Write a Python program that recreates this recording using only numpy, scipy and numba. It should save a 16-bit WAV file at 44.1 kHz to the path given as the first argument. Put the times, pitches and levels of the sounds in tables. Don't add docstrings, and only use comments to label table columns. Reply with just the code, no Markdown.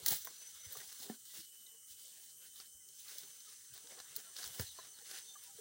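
import sys
import numpy as np
from scipy import signal
from scipy.fft import rfft, irfft, next_fast_len
from scipy.io import wavfile
from scipy.ndimage import uniform_filter1d
from numba import njit

SR = 44100
rng = np.random.default_rng(int(sys.argv[2]) if len(sys.argv) > 2 else 0)


def volts(x):
    e = np.asarray(x, float) / 20
    return 10 ** e


def log_audio(samples):
    frames = np.atleast_2d(samples).T
    limited = np.clip(frames, -1, 1)
    pcm = np.round(limited * 32767).astype(np.int16)
    wavfile.write(sys.argv[1], SR, pcm)


N = 247004
T = np.arange(N) / SR
COARSE_T = T[::32]

# (frequency [Hz], density [dB per Hz])
PLANT_SPECTRUM = [(24, -52), (40, -34), (147, -9), (268, -14.5), (401, -6), (489, -7.5), (555, -10.5),
                  (749, -9.5), (938, -12.5), (1590, 1), (2490, -5.5), (3910, -0.5), (6290, -2),
                  (13300, -7.5), (15900, 5.5)]


def level(x, db):
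    return x * volts(db) / np.sqrt(np.mean(x ** 2))


def colour(x, points):
    hz, db = np.transpose(points)
    size = next_fast_len(len(x))
    f = np.maximum(np.arange(size // 2 + 1) * SR / size, 1)
    gain = volts(np.interp(np.log(f), np.log(hz), db))
    return irfft(rfft(x, size) * gain, size)[:len(x)]


def highpass(x, hz):
    return signal.sosfilt(signal.butter(2, hz, "highpass", fs=SR, output="sos"), x)


def walk(rate_hz):
    hold = int(SR / rate_hz)
    steps = np.repeat(rng.standard_normal(N // hold + 1), hold)
    return 1.3 * uniform_filter1d(uniform_filter1d(steps, hold), hold)[:N]


def tone(hz):
    return np.sqrt(2) * np.sin(2 * np.pi * np.cumsum(hz) / SR)


@njit
def grains(start, hz, t60_s, size):
    out = np.zeros(N)
    for g in range(len(start)):
        turn = np.exp(2j * np.pi * hz[g] / SR - np.log(1000) / (t60_s[g] * SR))
        z = size[g] + 0j
        for i in range(start[g], min(N, start[g] + int(t60_s[g] * SR) + 2)):
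            out[i] += z.imag
            z *= turn
    return out


def crackle(count, cycles):
    when, pitch, strength = rng.random((count, 3)).T
    hz = 100 * 170 ** pitch
    size = volts(4 * np.log(1.01 - strength)) * hz / 1000
    return level(grains((when * N).astype(np.int64), hz, cycles / hz, size), 0)


def pull_shape(start_s, hold_s, rise_db_per_s, fall_db_per_s):
    before_s = np.maximum(start_s - COARSE_T, 0)
    after_s = np.maximum(COARSE_T - start_s - hold_s, 0)
    return -rise_db_per_s * before_s - fall_db_per_s * after_s


def rustle():
    # (time [s], level [dB], depth [dB])
    browse = [(0, -58.5, -5), (.5, -60, -4.5), (.95, -60, -6), (1.2, -73, -23), (1.6, -71.5, 2.5),
              (1.83, -75.5, 10.5), (2.2, -71, 6), (2.62, -72, 2), (2.73, -78.5, 8), (2.87, -80.5, 14),
              (2.92, -71, 5), (3.4, -63, -1), (3.68, -66, -4), (4.07, -64.5, 4), (4.33, -68, 4),
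              (4.75, -63.5, -1), (5.05, -69, 10.5), (5.6, -62.5, -4)]
    # (start [s], hold [s], level [dB], dryness [dB], depth [dB])
    yanks = [(.07, 0.061, -46.5, 11, 3.5), (.262, 0.049, -66, 0, 14.5), (.41, .04, -63, -10, 5.5),
             (1.535, 0.017, -70, -3, -1), (4.36, 0.13, -67, -10, 16.5), (.712, 0.084, -60, 4, 7),
             (.805, 0.02, -62, 4, 13.5), (1.345, 0.032, -54, 6, 1), (.11, 0.027, -59, -5, 22),
             (3.9, .035, -60, -14, 11), (4.11, 0.02, -66, -8, 13), (4.25, 0.065, -64, -21, 6),
             (1.89, 0.015, -61.5, 7.5, -41), (2.56, 0.03, -63.5, 9, -7), (2.6, 0.024, -56.5, -16, -1.5),
             (2.886, .03, -76, -1, -19), (2.99, 0.043, -66, 5, -25), (3.74, 0.027, -60.5, -5, 2),
             (4.16, 0.041, -59, 2, 5.5), (4.366, 0.086, -50.5, -0.5, -5), (4.596, 0.029, -53, 4, 8.5),
             (4.79, 0.077, -64, -11, 13.5), (5.105, 0.029, -51.5, -4, -1.5), (5.15, 0.033, -53, -4, 0),
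             (5.435, 0.016, -58.5, -4, -13)]
    # (start [s], hold [s], level [dB], dryness [dB], depth [dB])
    drags = [(.01, 0.047, -71.5, -1, 23.5), (.68, 0.016, -68, -15, 16.5), (1.03, 0.0055, -55, 6.5, -7),
             (1.08, 0.03, -66, 1, 18.5), (1.18, .02, -72, 12, -18), (1.3, 0.023, -60.5, 6, -12),
             (2.045, 0.011, -59, 5, -37), (2.235, .01, -64.5, 8.5, -31), (2.45, 0.0024, -63, 4, 0),
             (2.99, 0.09, -64.5, 7, -20), (3.07, 0.018, -62, 0, -2), (3.12, 0.034, -58.5, 2.5, 0),
             (3.18, .02, -62, 3, -6), (3.25, 0.023, -63.5, 6, 5.5), (3.49, 0.059, -62.5, -6, -5),
             (3.85, 0.015, -73, -5, 15.5), (3.98, 0.0031, -60.5, -14, 14), (4.49, 0.013, -64, 2, 14),
             (4.57, 0.016, -54.5, 7, 5), (5.09, 0.01, -57.5, -2, 0.5), (5.22, 0.012, -62, -4, -11),
             (5.59, .02, -75.5, 2, 23)]
    # (low edge [Hz], high edge [Hz])
    part_bands = [
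        (60, 900),
        (900, 2700),
        (2700, 11000),
        (11000, 16000),
    ]
    # (pull level [dB], browsing level [dB], dryness share [ratio], depth share [ratio], haste of fall [ratio])
    part_rules = [
        (-19, -21.5, 0.24, 1, 2.3),
        (-10.5, -11.5, 0., 0.38, 1.46),
        (1, 1, 0.31, 0.0083, 0.78),
        (-9, -7, 1.3, 0.049, 1),
    ]
    pulls = [(yanks, 780, 204), (drags, 143, 150)]  # rise, fall [dB per s]

    raw = crackle(count=40000, cycles=17.7) + volts(3) * rng.standard_normal(N)
    raw = colour(raw * volts(1.5 * walk(70)), PLANT_SPECTRUM)
    browse_s, busy_db, busy_deep_db = np.transpose(browse)
    out = 0
    for band, (pull_db, browse_db, dry_share, deep_share, haste) in zip(part_bands, part_rules):
        part = signal.sosfilt(signal.butter(4, band, "bandpass", fs=SR, output="sos"), raw)
        steady_db = busy_db + browse_db + deep_share * busy_deep_db
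        power = volts(np.interp(COARSE_T, browse_s, steady_db)) ** 2
        for rows, rise, fall in pulls:
            for start_s, hold_s, db, dry_db, deep_db in rows:
                peak_db = db + pull_db + dry_share * dry_db + deep_share * deep_db
                power = power + volts(peak_db + pull_shape(start_s, hold_s, rise, fall * haste)) ** 2
        out = out + level(part, 0) * np.interp(T, COARSE_T, np.sqrt(power))
    return out


def patchy(x):
    loud_db = 10 * np.log10(uniform_filter1d(x ** 2, size=2048) + 1e-12)
    flicker_share = np.interp(loud_db, [-55.5, -46.5], [1, 0.56])
    size = next_fast_len(N)
    spectrum = rfft(x, size)
    f = np.arange(size // 2 + 1) * SR / size
    out = 0
    for hz in 40 * 2 ** np.arange(0, 9, .25):
        near = (f > hz / 1.5) & (f < hz * 1.5)
        distance = np.abs(np.log(f[near] / hz))
        gain = np.zeros(len(f))
        gain[near] = volts(np.interp(distance, np.log([1, 1.09, 1.19, 1.5]), [0, -6, -30, -70]))
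        depth_db = 3.0 if hz < 2700 else 1.6 if hz < 6500 else 0.5
        out = out + irfft(spectrum * gain, size)[:N] * volts(depth_db * flicker_share * walk(24))
    return out


def snaps():
    # (time [s], peak [dB], low part [dB], top part [dB], decay [ms])
    strands = [(0.0616, -14, -30.5, -10, 1.1), (0.063, -16.5, -18, 9, 2.3), (0.1298, -22, -7, 5, 3),
               (0.2716, -35.5, -2, 2, 4.2), (0.73, -30, -36, 8, 2), (0.77, -31, -15.5, -3.5, 5.3),
               (0.814, -39.5, -6.5, -6, 4), (0.877, -30.5, -21, 5, 1.7), (0.922, -40, -19, -10, 1.3),
               (0.9264, -33.5, -19, 0, 3.5), (1.0367, -44, -18, -5, 1.8), (1.351, -40, -28, -7, 1.8),
               (1.383, -45, -22, -9, 1.6), (2.6009, -35.5, -14.5, -23, 1.9), (2.887, -42, -42, -8, 3),
               (3.083, -37, -28, -10, 1.6), (3.1833, -31, -32, -4.5, 6.3), (3.2336, -40, -19, -12, 3.9),
               (3.4038, -43.5, -36, -11, 5), (3.7773, -37.5, -16.5, -8, 3.8), (3.8718, -40, -25, -22, 2.4),
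               (3.99, -41, -36, -14, 1.9), (4.0012, -36.5, -16, -17, 3.5), (4.155, -37, -26, -4, 2.2),
               (4.1635, -23, -45, 2.5, 1.7), (4.168, -30.5, -43, 2, 5.3), (4.202, -44, -38, -16, 2.2),
               (4.365, -34.5, -26, -23, 2.8), (4.386, -38, -19, -12, 6.4), (4.4309, -34, -13.5, -10, 3.4),
               (4.4409, -30.5, -14, -10, 4), (4.4764, -32, -21, -6, 3), (4.5961, -29, -12, -8, 3.1),
               (4.6024, -29, -6.5, -2, 2.2), (4.609, -26, -18, 4, 4), (4.988, -44.5, -13, -14, 4),
               (5.023, -46, -27, -8, 1.5), (5.1126, -34, -15, -11.5, 2.5), (5.186, -35, -32, -10, 2.3),
               (5.4375, -38, -27, 5, 2.2),
               (0.084, -15, -32, 0, 1.5),
        (.0885, -20, -28, -2, 1.5),
        (.0915, -31, -22, -3, 1.5),
        (.0652, -32, -20, -3, 4),
        (.1352, -28, -11, 5, 1.5),
        (.144, -33, -17, -1, 2),
        (1.345, -45, -27, -6, 2),
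        (1.362, -43, -26, -4, 2),
        (5.142, -42, -14, -8, 3),
        (5.161, -42, -16, -10, 2),
    ]
    # (time [s], peak [dB], low part [dB], top part [dB], decay [ms])
    rips = [
        (0.0562, -38, -26, 0, 5),
        (0.0804, -15.5, -38, -1, 4),
        (0.103, -23, -33, -2, 3),
        (0.1084, -25.5, -13, 0, 6.9),
        (0.1161, -22.5, -23, -0.5, 4.6),
        (0.127, -27.5, -24, -7.5, 23),
        (0.246, -28, -18, 6, 6.4),
        (0.722, -34.5, -36, 8, 12),
        (1.252, -46, -22, -5, 14),
        (3.736, -40.5, -17, -3, 7),
    ]
    kinds = [(5920, .00033, 0.6, 0.7, strands), (8900, .002, 5.5, 0.1, rips)]

    out = np.zeros(N + SR)
    t = T[:8192] - T[512]
    for hz, rise_s, hold_ms, sharp, rows in kinds:
        for s, db, low_db, top_db, decay_ms in rows:
            burst = rng.standard_normal(len(t)) * np.clip(t / rise_s, 0, 1)
            burst *= np.exp(-np.maximum(t * 1000 - hold_ms, 0) / decay_ms)
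            burst *= 1 + sharp * np.exp(-np.abs(t) / .0005)
            tilt = [(2200, low_db + 12.5), (2900, low_db / 2 + 4), (3700, 0), (hz, 0), (hz, 2), (hz * 1.35, top_db)]
            crack = colour(colour(burst, PLANT_SPECTRUM), tilt)
            i = int((s + t[0]) * SR)
            out[i:i + len(t)] += crack * volts(db) / np.max(np.abs(crack))
    return out[:N]


def ring(s, db, push_ms, modes):
    hz, mode_db, t60_s = np.array(modes, float).reshape(-1, 3).T
    y = grains(np.zeros(len(hz), np.int64), hz, np.clip(t60_s, .01, .3), volts(mode_db))[:SR // 3]
    push = np.hanning(int(push_ms * SR / 1000) + 3)
    y = highpass(np.convolve(y, push), hz.min() * .8)
    y = highpass(y, hz.min() * .6)
    out, i = np.zeros(N + SR), int(s * SR)
    out[i:i + len(y)] = y * volts(db) / np.max(np.abs(y))
    return out[:N]


def knocks():
    # (time [s], peak [dB], pitch [Hz], t60 [s])
    hollow = [(0.086, -47.5, 900, 0.062), (0.108, -48.5, 360, 0.046), (0.124, -39, 826, 0.035),
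              (0.272, -43, 1045, 0.024), (0.753, -47.5, 1160, 0.043), (0.916, -68, 1240, 0.068),
              (1.021, -60.5, 750, 0.11), (1.743, -74, 456, 0.13), (2.599, -67, 764, 0.1),
              (3.062, -65, 1190, 0.05), (3.156, -63, 587, 0.076), (3.231, -62, 402, 0.1),
              (3.528, -70, 1240, 0.067), (3.841, -61.5, 464, 0.13), (3.918, -57, 564, 0.092),
              (4.001, -62, 750, 0.046), (4.174, -59, 436, 0.15), (4.399, -57.5, 727, 0.16),
              (4.39, -50.5, 1614, 0.057), (4.56, -57, 740, .05), (4.788, -43.5, 1030, 0.045),
              (5.139, -67, 354, 0.063), (5.14, -63, 795, 0.12), (5.355, -57, 1680, 0.043),
              (.063, -35, 1995, 0.022), (3.78, -62, 1650, .04), (4.36, -60, 2500, .04)]
    # (time [s], peak [dB], pitch [Hz], t60 [s])
    thuds = [(0.021, -56, 80, 0.095), (0.114, -43.5, 149, 0.074), (0.198, -65, 72, 0.12),
             (0.525, -71, 91, 0.34), (0.661, -52, 92, 0.071), (0.769, -61.5, 137, 0.12),
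             (0.866, -67, 63.6, 0.17), (1.0, -61, 257, 0.2), (1.051, -58.5, 404, 0.26),
             (1.36, -71, 300, 0.058), (1.386, -58.5, 192, 0.072), (1.899, -65, 74, 0.073),
             (2.029, -75, 67.5, 0.15), (2.299, -76, 61.9, 0.15), (2.469, -75, 61.9, 0.17),
             (2.737, -65.5, 63, 0.28), (3.718, -62.5, 112, 0.12), (4.101, -74, 151, 0.13),
             (4.456, -56, 65.4, 0.17), (4.499, -58, 143, 0.092), (4.679, -66, 75.4, 0.28),
             (4.839, -69, 65.3, 0.11), (5.547, -65, 182, 0.062)]
    # (frequency [Hz], level [dB], t60 [s])
    tusk_modes = [(227, 2, 0.087), (269, -12.5, 0.16), (316, -1, 0.029), (416, -7.5, 0.063),
                  (736, -8.5, 0.055), (1340, -22, 0.045), (1776, -13.5, 0.049)]
    # (frequency [Hz], level [dB], t60 [s])
    ground_modes = [(115, -3, 0.074), (88, -8, 0.11), (206, -10, 0.039), (312, -30, 0.033),
                    (478, -8.5, 0.042), (930, -8.5, 0.011)]

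    out = np.zeros(N)
    for s, db, hz, t60_s in hollow + thuds:
        modes = [(hz, 0, t60_s), (hz * 5, -14, t60_s * 0.74), (hz * 0.659, -8, t60_s), (hz * 0.438, -13, t60_s)]
        out += ring(s, db, 500 / hz, modes)
    tusk = ring(1.0985, -35, push_ms=0.11, modes=tusk_modes)
    foot = ring(4.5965, -33.5, push_ms=0.7, modes=ground_modes)
    return out + tusk + foot


def creaks():
    # (start [s], length [s], pitch [Hz], level [dB])
    groans = [(3.457, 0.033, 1270, -72.5), (3.48, .075, 427, -79), (3.616, 0.056, 402, -84.5),
              (3.73, 0.096, 416, -78.5), (3.844, .07, 481, -76), (4.246, 0.075, 1362, -73.5),
              (4.26, .06, 638, -78), (4.988, .035, 820, -79), (5.084, 0.11, 775, -75),
              (5.11, .065, 390, -76), (5.14, .04, 1560, -75), (5.23, 0.097, 430, -81),
              (5.28, .12, 790, -79.5), (5.44, 0.058, 970, -78), (5.47, 0.085, 794, -78),
              (5.5, .04, 1287, -84), (0.995, .08, 260, -75), (1.027, 0.042, 410, -69),
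              (1.28, .06, 1970, -80), (1.717, .06, 450, -88), (.63, 0.025, 1400, -70),
              (.75, 0.025, 440, -59), (.8, 0.022, 1896, -64), (0.801, 0.022, 1600, -65),
              (1.66, 0.045, 2010, -76), (5.017, 0.018, 472, -68.5), (5.354, 0.017, 1178, -59),
              (5.585, .022, 440, -63), (1.373, 0.048, 329, -78), (3.69, .1, 129.7, -76),
              (4.47, .04, 696, -80), (0.263, 0.028, 796, -67.5), (2.8, 0.051, 2020, -84),
              (3.55, .06, 420, -91)]
    out, flicker = 0, volts(4.5 * walk(70))
    for s, length_s, hz, db in groans:
        u = np.clip((T - s) / length_s, 0, 1)
        out = out + volts(db) * np.sin(np.pi * u) ** .5 * tone(hz * (1 + .04 * (.5 - u)))
    return out * flicker


def cicadas():
    # (time [s], pitch [Hz])
    pitch_tracks = [
        [(.8, 3052), (1.3, 3030), (2.3, 3003), (3.5, 2988), (4.4, 2975), (5.6, 2957)],
        [(.2, 2905), (1.0, 2980), (1.5, 3008), (2.0, 3035), (2.7, 3078), (3.1, 3080)],
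        [(1.0, 2910), (1.5, 2938), (2.0, 2957), (2.4, 2948)],
        [(5.3, 3084), (5.6, 3081)],
        [(0, 2995), (.5, 3025), (.9, 3052), (2.0, 3035), (2.7, 3078), (3.1, 3072), (3.7, 3045), (4.4, 3040),
         (5.3, 3075), (5.6, 3084)],
        [(.8, 3052), (1.3, 3030), (2.3, 3003), (3.5, 2988), (4.4, 2975), (5.6, 2957)],
    ]
    # (time [s], level [dB])
    level_tracks = [
        [(.8, -80), (2.1, -83), (2.5, -79.5), (3.4, -78), (3.7, -89), (4.6, -73), (5.6, -88)],
        [(.2, -84), (1.2, -81), (1.4, -72.5), (1.72, -70.5), (1.78, -88), (1.9, -75), (2.3, -73.5), (2.7, -75),
         (3.1, -84)],
        [(1.2, -86), (1.45, -74.5), (1.85, -75), (1.95, -78), (2.4, -89)],
        [(5.3, -71), (5.6, -71)],
        [(0, -61), (.3, -62.5), (.7, -59.5), (1.0, -70), (1.3, -99), (2.3, -74), (2.75, -69.5), (3.3, -64),
         (3.7, -67.5), (4.0, -67.5), (4.4, -66), (4.6, -64.5), (4.95, -64), (5.35, -62), (5.6, -82)],
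        [(.8, -66), (1.4, -75.5), (2.3, -72.5), (2.5, -88), (3.4, -90), (3.7, -72), (4.3, -69), (4.8, -76),
         (5.6, -69)],
    ]
    # (partial 1 [dB], partial 2 [dB], partial 4 [dB], wander [share of pitch], throb depth [0-1])
    voices = [
        (1.5, -6, 2.5, 0.00042, 0.13),
        (0, -26, 1, 0.00156, 0.24),
        (2, -24, 0.5, 0.0011, 0.11),
        (-5, -1, 0.5, 0.00066, .1),
        (-16.5, -1.5, -28, 0.00402, 0.37),
        (-21, -1.5, -17, 0.00034, 0.14),
    ]
    throb_hz, fade_s = 42, .1

    out = volts(-82 + 1.9 * walk(3.2)) * tone(5250 * (1 + 0.02 * walk(400)))
    for pitch, rows, (first_db, second_db, fourth_db, wander, throb) in zip(pitch_tracks, level_tracks, voices):
        s, db = np.transpose(rows)
        hz = np.interp(T, *np.transpose(pitch)) * (1 + wander * walk(90))
        fade = np.clip(np.minimum(T - s[0], s[-1] + fade_s - T) / fade_s, 0, 1)
        strength = fade * volts(np.interp(T, s, db))
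        strength *= 1 + throb * tone(throb_hz * (1 + .3 * walk(30))) / np.sqrt(2)
        flicker_db = 2.8 if wander > .003 else 2.2
        for k, partial_db in enumerate([first_db, second_db, fourth_db - 6, fourth_db]):
            out += strength * volts(partial_db + flicker_db * walk(45)) * tone((k + 1) * hz)
    return out


def bird():
    # (start [s], length [s], pitch [Hz], level [dB], hoarseness [0-1])
    chirps = [(1.663, .009, 4050, -56, .3), (1.664, .008, 3750, -58, .3), (1.665, .006, 6400, -57, .3),
              (1.575, .07, 3900, -74, .4), (4.65, .085, 4330, -55, .65), (4.652, .06, 4200, -55, .55),
              (4.69, .05, 3950, -61, .7), (4.77, .07, 4500, -61, .75), (4.765, .12, 4200, -61, .75),
              (4.96, .05, 4000, -64, .6), (4.938, .025, 4400, -60, .25), (5.27, .058, 3620, -57, .15),
              (5.325, .025, 3610, -64, .1), (5.43, .05, 3610, -68, .2)]
    fall_hz = 1300
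    out = 0
    for s, length_s, hz, db, hoarse in chirps:
        u = np.clip((T - s) / length_s, 0, 1)
        voice = 1 - .8 * hoarse + .8 * hoarse * walk(1300)
        out = out + volts(db) * voice * np.sin(np.pi * u) ** .5 * tone(hz - fall_hz * hoarse ** 2 * u)
    return out


def forest():
    # (frequency [Hz], density [dB per Hz])
    insect_spectrum = [(24, -31), (40, -16), (454, -29), (1120, -39), (1370, -32.5), (2750, -35.5),
                       (3050, -13), (3500, -34.5), (4300, -39), (5000, -29.5), (5600, -16), (6450, -14),
                       (8940, -2), (10400, -11.5), (12100, -14.5), (12800, -26), (14100, -23), (15900, -12)]
    far = colour(rng.standard_normal(N), insect_spectrum)
    far = colour(far, [(5000, 0.5), (6500, 0), (11500, -10.5), (12800, -3.5)])
    return level(far * volts(.7 * walk(1.5)), -59)


def undergrowth_tail(x):
    t60_s, gap_s = 0.12, .004
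    t = T[:SR // 4]
    tail = rng.standard_normal(len(t)) * np.exp(-np.log(1000) * t / t60_s) * (t > gap_s)
    tail = volts(-14) * tail / np.sqrt(np.sum(tail ** 2))
    return signal.fftconvolve(x, tail)[:N]


def scene():
    near = patchy(rustle() + forest()) + snaps() + knocks() + bird()
    return (near + undergrowth_tail(near) + cicadas() + creaks())[None]


def band_limit(x):
    return signal.sosfilt(signal.butter(12, 17160, fs=SR, output="sos"), x)


def record(dry):
    # (frequency [Hz], gain [dB])
    mic_response = [(2150, 0), (2320, -5.5), (2450, -5.5), (2600, -5.5), (2750, -1.5), (12200, 2),
                    (12900, -3.5), (13900, 1.5), (14700, 5), (15700, 5)]
    # (frequency [Hz], gain [dB])
    band_edge = [(15850, 0), (16050, -60)]
    heard = highpass(highpass(dry[0], 72), 42)
    heard = colour(colour(heard, mic_response), band_edge)
    return band_limit(heard[None])


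dry = scene()
out = record(dry)
log_audio(out)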